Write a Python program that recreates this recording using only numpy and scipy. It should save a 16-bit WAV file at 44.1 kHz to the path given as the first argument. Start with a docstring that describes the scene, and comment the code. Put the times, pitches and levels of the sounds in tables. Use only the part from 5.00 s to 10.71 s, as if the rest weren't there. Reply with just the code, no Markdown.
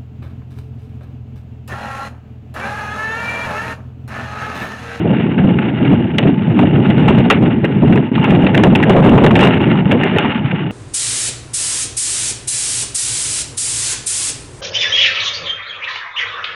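"""Wind tumbles over a microphone port in a lumpy rumble while a mountain bike rides down a rocky dirt trail.
Wind is shaped noise with slow random level swings; slaps of air are short, low, damped swings.
Jolts are bursts of random contacts that ring resonances of frame and camera case; tyres and loose parts
are dense random clicks. A narrow-band converter overloads and cuts the sum into flat tops."""
import sys
import numpy as np
from scipy import signal
from scipy.fft import rfft, irfft, next_fast_len
from scipy.io import wavfile
from scipy.ndimage import uniform_filter1d

SR = 44100
rng = np.random.default_rng(int(sys.argv[2]) if len(sys.argv) > 2 else 0)


def unload_wav(signal):
    """Save mono or channel-first audio to the path in sys.argv[1] as 16-bit WAV at rate SR, clipped to [-1, 1]."""
    wavfile.write(
        sys.argv[1],
        SR,
        np.round(np.clip(np.atleast_2d(signal).T, -1, 1) * 32767).astype(np.int16),
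    )


N = 251811

# Jolts of the frame: start_s, peak_db, pitch_hz, shake_length_s
JOLTS = [(0.167, -16.5, 2600, 0.011), (0.38, -10, 1470, 0.026), (0.556, -21.5, 920, 0.0063),
         (0.588, -2.5, 1420, 0.0054), (0.683, -16.5, 2660, 0.011), (0.852, -15, 2890, .008),
         (1.184, 7.5, 2900, 0.0057), (1.229, -9, 2800, 0.016), (1.271, -10, 1290, 0.013),
         (1.572, -17.5, 910, 0.01), (1.5908, -4, 880, 0.0096), (1.754, -12, 900, 0.0093),
         (1.846, -13.5, 1460, 0.011), (1.901, -4, 2670, 0.01), (1.979, -8, 1430, .006),
         (2.0798, -2.5, 886, 0.025), (2.204, -7.5, 1620, 0.0023), (2.3012, 10.5, 1170, 0.0086),
         (2.3104, 9.5, 2540, .004), (2.317, -8, 890, .011), (2.51, -12.5, 1470, .009),
         (2.644, -4, 1680, 0.011), (2.877, -12.5, 944, 0.0079), (2.925, -8.5, 1520, 0.018),
         (2.958, -8.5, 860, 0.008), (2.976, -8, 1680, 0.008), (3.1535, -8.5, 2820, 0.011),
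         (3.18, -6.5, 1060, 0.0089), (3.2417, -5, 930, 0.019), (3.276, -10.5, 1120, .013),
         (3.305, -8, 2620, 0.009), (3.467, -1, 2560, 0.0095), (3.546, 0, 1870, 0.0099),
         (3.578, 2, 2980, .004), (3.636, 9.5, 1750, 0.0037), (3.752, 4, 2600, 0.01),
         (3.801, -3.5, 902, .006), (3.8274, -1, 1760, 0.015), (3.896, 4.5, 784, 0.008),
         (3.9644, -5.5, 980, 0.0063), (4.044, -3.5, 1080, 0.0074), (4.178, 1, 950, 0.016),
         (4.239, 6, 2760, 0.01), (4.264, 3, 1770, 0.0073), (4.308, -2, 940, 0.0097),
         (4.355, 3.5, 2500, 0.0096), (4.392, 3, 2200, 0.0028), (4.407, -2, 2750, .01),
         (4.429, 5.5, 970, 0.012), (4.47, 2.5, 870, 0.0065), (4.6036, -10, 950, 0.0085),
         (4.702, -14.5, 910, 0.0046), (4.7551, -10.5, 940, 0.0096), (4.913, 4, 2700, 0.0055),
         (5.034, -3, 1870, 0.0056), (5.162, -5, 1870, 0.0043), (5.185, 5.5, 2720, .003),
         (5.247, -4.5, 900, 0.011), (5.294, -13.5, 1680, 0.0087), (5.345, -17.5, 918, 0.0059),
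         (5.514, -10, 1910, 0.0054)]
# Resonances of the camera case: centre_hz, width_hz, level_db
CASE_MODES = [(859, 64, 5), (1423, 260, -1.5), (1860, 220, -9.5), (2813, 132, 5), (3687, 82, -11.5)]


def wind(wind_db, edge_db):
    """Turbulence: eddies arrive in lumps, and the strongest lumps also tear with a brighter edge."""
    # Low wind noise: frequency_hz, density_db (per Hz)
    wind_spectrum = [(25, -41), (45, -38.5), (80, -13), (125, -3), (190, 0), (280, -4), (400, -11.5),
                     (700, -50), (1500, -57.5)]
    # Bright edge of the wind: frequency_hz, density_db (per Hz)
    edge_spectrum = [(200, -18), (380, 3), (550, -2), (800, -6), (1100, -23), (2500, -35.5)]
    # Pass band of the port: frequency_hz, gain_db
    port_response = [(30, -6.5), (70, 1), (450, -1), (900, -15)]

    lumps = drift(24.0)
    swirl = coloured(rng.standard_normal(N), wind_spectrum)
    # A jet over the port sustains its swing: the envelope is evened out.
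    envelope = np.abs(signal.hilbert(swirl, next_fast_len(N))[:N])
    steady = swirl / (envelope + 0.36) ** 0.18
    rumble = coloured(steady, port_response) * from_db(1.9 * lumps)

    edge_swing_db = 3.57 * lumps + 2.5 * drift(51.0)
    edge = coloured(rng.standard_normal(N), edge_spectrum) * from_db(edge_swing_db)
    return from_db(wind_db) * (rms_one(rumble) + from_db(edge_db - 1.0) * rms_one(edge))


def gusts():
    """Flow unsteadiness: each gust rises, holds for its length and falls back, in dB above the breeze."""
    # Gusts: start_s, hold_length_s, rise_db (above the breeze)
    gust_table = [(0.22, 0.023, 4), (0.353, 0.2, 5), (0.805, 0.15, 7), (1.21, 0.091, 5), (1.495, 0.24, 5),
                  (1.767, 0.099, 5), (1.958, 0.28, 5), (2.372, 0.077, 6.5), (2.527, 0.02, 4.5),
                  (2.809, 0.16, 8.5), (3.102, 0.031, 4), (3.29, 0.13, 4), (3.573, 0.22, 3.5),
                  (3.968, 0.18, 4), (4.248, 0.051, 4), (4.615, 0.11, 2.5), (4.875, 0.11, 2)]
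    rise_s, fall_s = 0.021, 0.04
    t = np.arange(N) / SR
    curves = []
    for start, length, db in gust_table:
        hold_start = start + rise_s
        hold_end = hold_start + length
        curves.append(np.interp(t, [start, hold_start, hold_end, hold_end + fall_s], [0, db, db, 0]))
    return np.max(curves, axis=0)


def slaps():
    """Damped oscillation: each sudden slap of air on the port is a few low swings that start fast and die."""
    # Slaps of air: start_s, level_db, pitch_hz
    slap_table = [(0.108, 3.5, 218), (0.164, -1.5, 300), (0.396, 4, 165), (0.446, 7.5, 223),
                  (0.553, -1.5, 155), (1.032, -5, 230), (1.377, -0.5, 177), (1.476, 2, 161),
                  (1.972, 3.5, 165), (2.02, 0, 196.5), (2.822, 3.5, 225), (3.114, -0.5, 250),
                  (3.192, 0, 148), (3.295, 4, 165), (4.819, -2, 166), (4.857, 4, 181), (5.114, -10, 189),
                  (5.252, -1, 223), (5.354, -1.5, 225), (5.446, 0.5, 140), (5.533, -4, 167)]
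    out, t = np.zeros(N + SR), np.arange(SR // 20) / SR
    for start, db, hz in slap_table:
        turns = hz * t
        envelope = 1.6 * turns * np.exp(-1.1 * turns)
        out[round(start * SR):][:len(t)] += from_db(db) * envelope * np.sin(2 * np.pi * turns)
    return out[:N]


def knocks():
    """Impact excitation: a jolt snaps and chatters, ringing a pitch of its own and, more faintly, the case."""
    out, t = np.zeros(N + SR), np.arange(SR // 8) / SR
    shape = (len(JOLTS), len(t))
    chatter = rng.standard_normal(shape) * (rng.random(shape) < 0.12)   # sparse random contacts
    for (start, db, hz, length), touches in zip(JOLTS, chatter):
        shake = np.exp(-(t / length) ** 3.4) + 0.097 * np.exp(-t / 0.021)
        drive = touches * shake
        drive[0] += 4.0   # the first contact is one hard snap
        own_pitch = rms_one(resonate(drive, hz, 0.21 * hz))
        case_ring = from_db(-2.5) * rms_one(case(drive))
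        # The hard contact itself, barely pitched.
        crack = from_db(-5.5) * rms_one(resonate(drive, 2000, 1800))
        ring = own_pitch + case_ring + crack
        out[round(start * SR):][:len(t)] += from_db(db) * ring / np.max(np.abs(ring))
    return out[:N]


def case(x):
    """Modal superposition: everything carried by the frame rings in the resonances of the camera case."""
    modes = []
    for k, (hz, width, db) in enumerate(CASE_MODES):
        sign = (-1) ** k   # neighbouring modes have opposite sign
        modes.append(sign * from_db(db) * resonate(x, hz, width))
    return sum(modes)


def stirred(ground_db):
    """Exponential relaxation: loose parts rattle louder just after each jolt, then settle."""
    shake_share, settle_s = 0.035, 0.02   # share of the jolt's height; decay time
    t = np.arange(N) / SR
    extra = np.zeros(N)
    for start, db, *_ in JOLTS:
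        extra += from_db(db) * (t > start) * np.exp(-np.maximum(t - start, 0) / settle_s)
    return 20 * np.log10(from_db(ground_db) + shake_share * extra)


def rattle(rattle_db):
    """Random impulse trains: grit under the tyres, loose parts ticking in clumps, and a breathy case hum."""
    # Crunch of the grit: frequency_hz, density_db (per Hz)
    crunch_spectrum = [(300, -26.5), (600, -2), (1000, -7.5), (1500, -2.5), (2200, -0.5), (2900, -6),
                       (3300, -11.5), (3700, -11), (4300, -14)]
    hum_db = -5.5   # relative to the rattle level averaged over half a second

    clumps = drift(30.0)
    grit = coloured(grains(3000 * from_db(5.9 * clumps), spread_db=1.5), crunch_spectrum)
    ticks = rms_one(case(grains(500 * from_db(5.0 * clumps), spread_db=4.0)))

    # Airflow keeps the lowest case resonance humming.
    hz, width, _ = CASE_MODES[0]
    breath = resonate(rng.standard_normal(N), hz, 2.0 * width)
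    hum = rms_one(resonate(breath, hz, 2.0 * width))
    steady_db = uniform_filter1d(rattle_db, size=SR // 2)
    return from_db(rattle_db) * (grit + from_db(-1.0) * ticks) + from_db(steady_db + hum_db) * hum


def grains(per_s, spread_db):
    """Poisson-like process: random clicks of uneven size and either sign."""
    size_db = spread_db * np.minimum(rng.exponential(1, N), 4)
    sizes = from_db(size_db) * rng.choice([-1, 1], N)
    return sizes * (rng.random(N) < per_s / SR) + 1e-18


def drift(rate):
    """Low-pass noise: a slow random curve of rms 1, smoothed by two equal poles at rate Hz."""
    r = np.exp(-2 * np.pi * rate / SR)
    noise = rng.standard_normal(N + SR)
    return rms_one(signal.lfilter([1], [1, -2 * r, r * r], noise)[SR:])   # drop the filter's first second


def resonate(x, hz, width):
    """Two-pole resonance: the pole radius sets the width in Hz; the gain at the top is about 1."""
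    r = np.exp(-np.pi * width / SR)
    feedback = [1, -2 * r * np.cos(2 * np.pi * hz / SR), r * r]
    return signal.lfilter([(1 - r * r) / 2, 0, (r * r - 1) / 2], feedback, x)


def coloured(x, spectrum):
    """Spectral shaping: weight each frequency by a (Hz, dB) curve, straight in log frequency; rms 1."""
    hz, db = np.transpose(spectrum)
    size = next_fast_len(N)
    bins = np.maximum(np.arange(size // 2 + 1) * SR / size, 1)
    gain = from_db(np.interp(np.log(bins), np.log(hz), db, right=-90))
    return rms_one(irfft(rfft(x, size) * gain, size)[:N])


def from_db(db):
    """Decibel law: amplitude gain of a level."""
    return 10 ** (np.asarray(db) / 20)


def rms_one(x):
    """Power normalisation: scale to unit rms."""
    return x / np.sqrt(np.mean(x ** 2) + 1e-20)


def in_time(rows):
    """Linear interpolation: table columns as sample-rate curves."""
    s, *columns = np.transpose(rows)
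    return [np.interp(np.arange(N) / SR, s, c) for c in columns]


def scene():
    """Superposition: wind, slaps, rattle and knocks add at one microphone; the sum drops out for a moment."""
    # Course of the ride: time_s, breeze_db (airflow between gusts), edge_db (bright edge relative to
    # the wind, before its trim and the changes below), ground_db (rattle from the rough ground)
    trail = [(0.0, -11, -8, -29), (0.32, -16.5, -12, -34), (0.62, -14, -10.5, -32.5),
             (0.8, -15, -13, -28.5), (1.15, -14, -12.5, -37.5), (1.43, -14.5, -14.5, -33),
             (1.75, -13.5, -11, -29.5), (1.9, -12.5, -13.5, -29.5), (2.1, -11.5, -7.5, -28),
             (2.5, -15, -12, -31.5), (2.75, -11, -15.5, -35), (3.07, -17, -14, -35),
             (3.3, -11.5, -10, -23.5), (3.52, -10, -7, -29.5), (3.75, -9.5, -12, -32),
             (3.95, -10, -1.5, -25), (4.12, -7.5, -5.5, -27), (4.3, -9.5, -9, -31), (4.44, -7.5, -3, -19.5),
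             (4.6, -9.5, -9.5, -25), (4.79, -14, -8.5, -29), (5.04, -15, -5.5, -23),
             (5.2, -16.5, -6, -25.5), (5.4, -21, -13.5, -30.5), (5.71, -16, -12.5, -32)]
    edge_follows = 0.9   # share of a jolt's stir, in dB, that the bright edge follows
    gust_dulls = 0.22   # share of a gust's rise, in dB, that the bright edge misses
    dropout_start_s, dropout_end_s, dropout_db = 3.099, 3.115, -15   # every sound is cut at once

    breeze_db, edge_db, ground_db = in_time(trail)
    rattle_db, gust_db = stirred(ground_db), gusts()
    edge_db = edge_db + edge_follows * (rattle_db - ground_db) - gust_dulls * gust_db
    total = wind(breeze_db + gust_db, edge_db) + slaps() + rattle(rattle_db) + knocks()

    corners_s = [dropout_start_s - 0.002, dropout_start_s, dropout_end_s, dropout_end_s + 0.002]
    dropout = np.interp(np.arange(N) / SR, corners_s, [0, dropout_db, dropout_db, 0])
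    return (from_db(dropout) * total)[None]


def record(dry):
    """Hard clipping: an 8 kHz converter overloads; its ripples clip again at full rate, spraying treble."""
    mic_band_hz, cutoff_hz = (55, 3700), 16400
    overload, playback_top = 0.67, 0.68   # clip heights, full scale = 1

    heard = signal.sosfilt(signal.butter(2, mic_band_hz, "band", fs=SR, output="sos"), dry)
    narrow = np.clip(signal.resample_poly(heard, 80, 441, axis=1), -overload, overload)   # at 8 kHz
    smooth = signal.firwin(24 * 441 + 1, 3880, window=("kaiser", 9), fs=441 * 8000)
    wide = signal.resample_poly(narrow, 441, 80, axis=1, window=smooth)[:, :N]
    wide = np.pad(wide, ((0, 0), (0, N - wide.shape[1])), "edge")
    wide = np.clip(wide, -playback_top, playback_top)
    return signal.sosfilt(signal.cheby2(12, 70, cutoff_hz, fs=SR, output="sos"), wide)


dry = scene()
out = record(dry)
unload_wav(out)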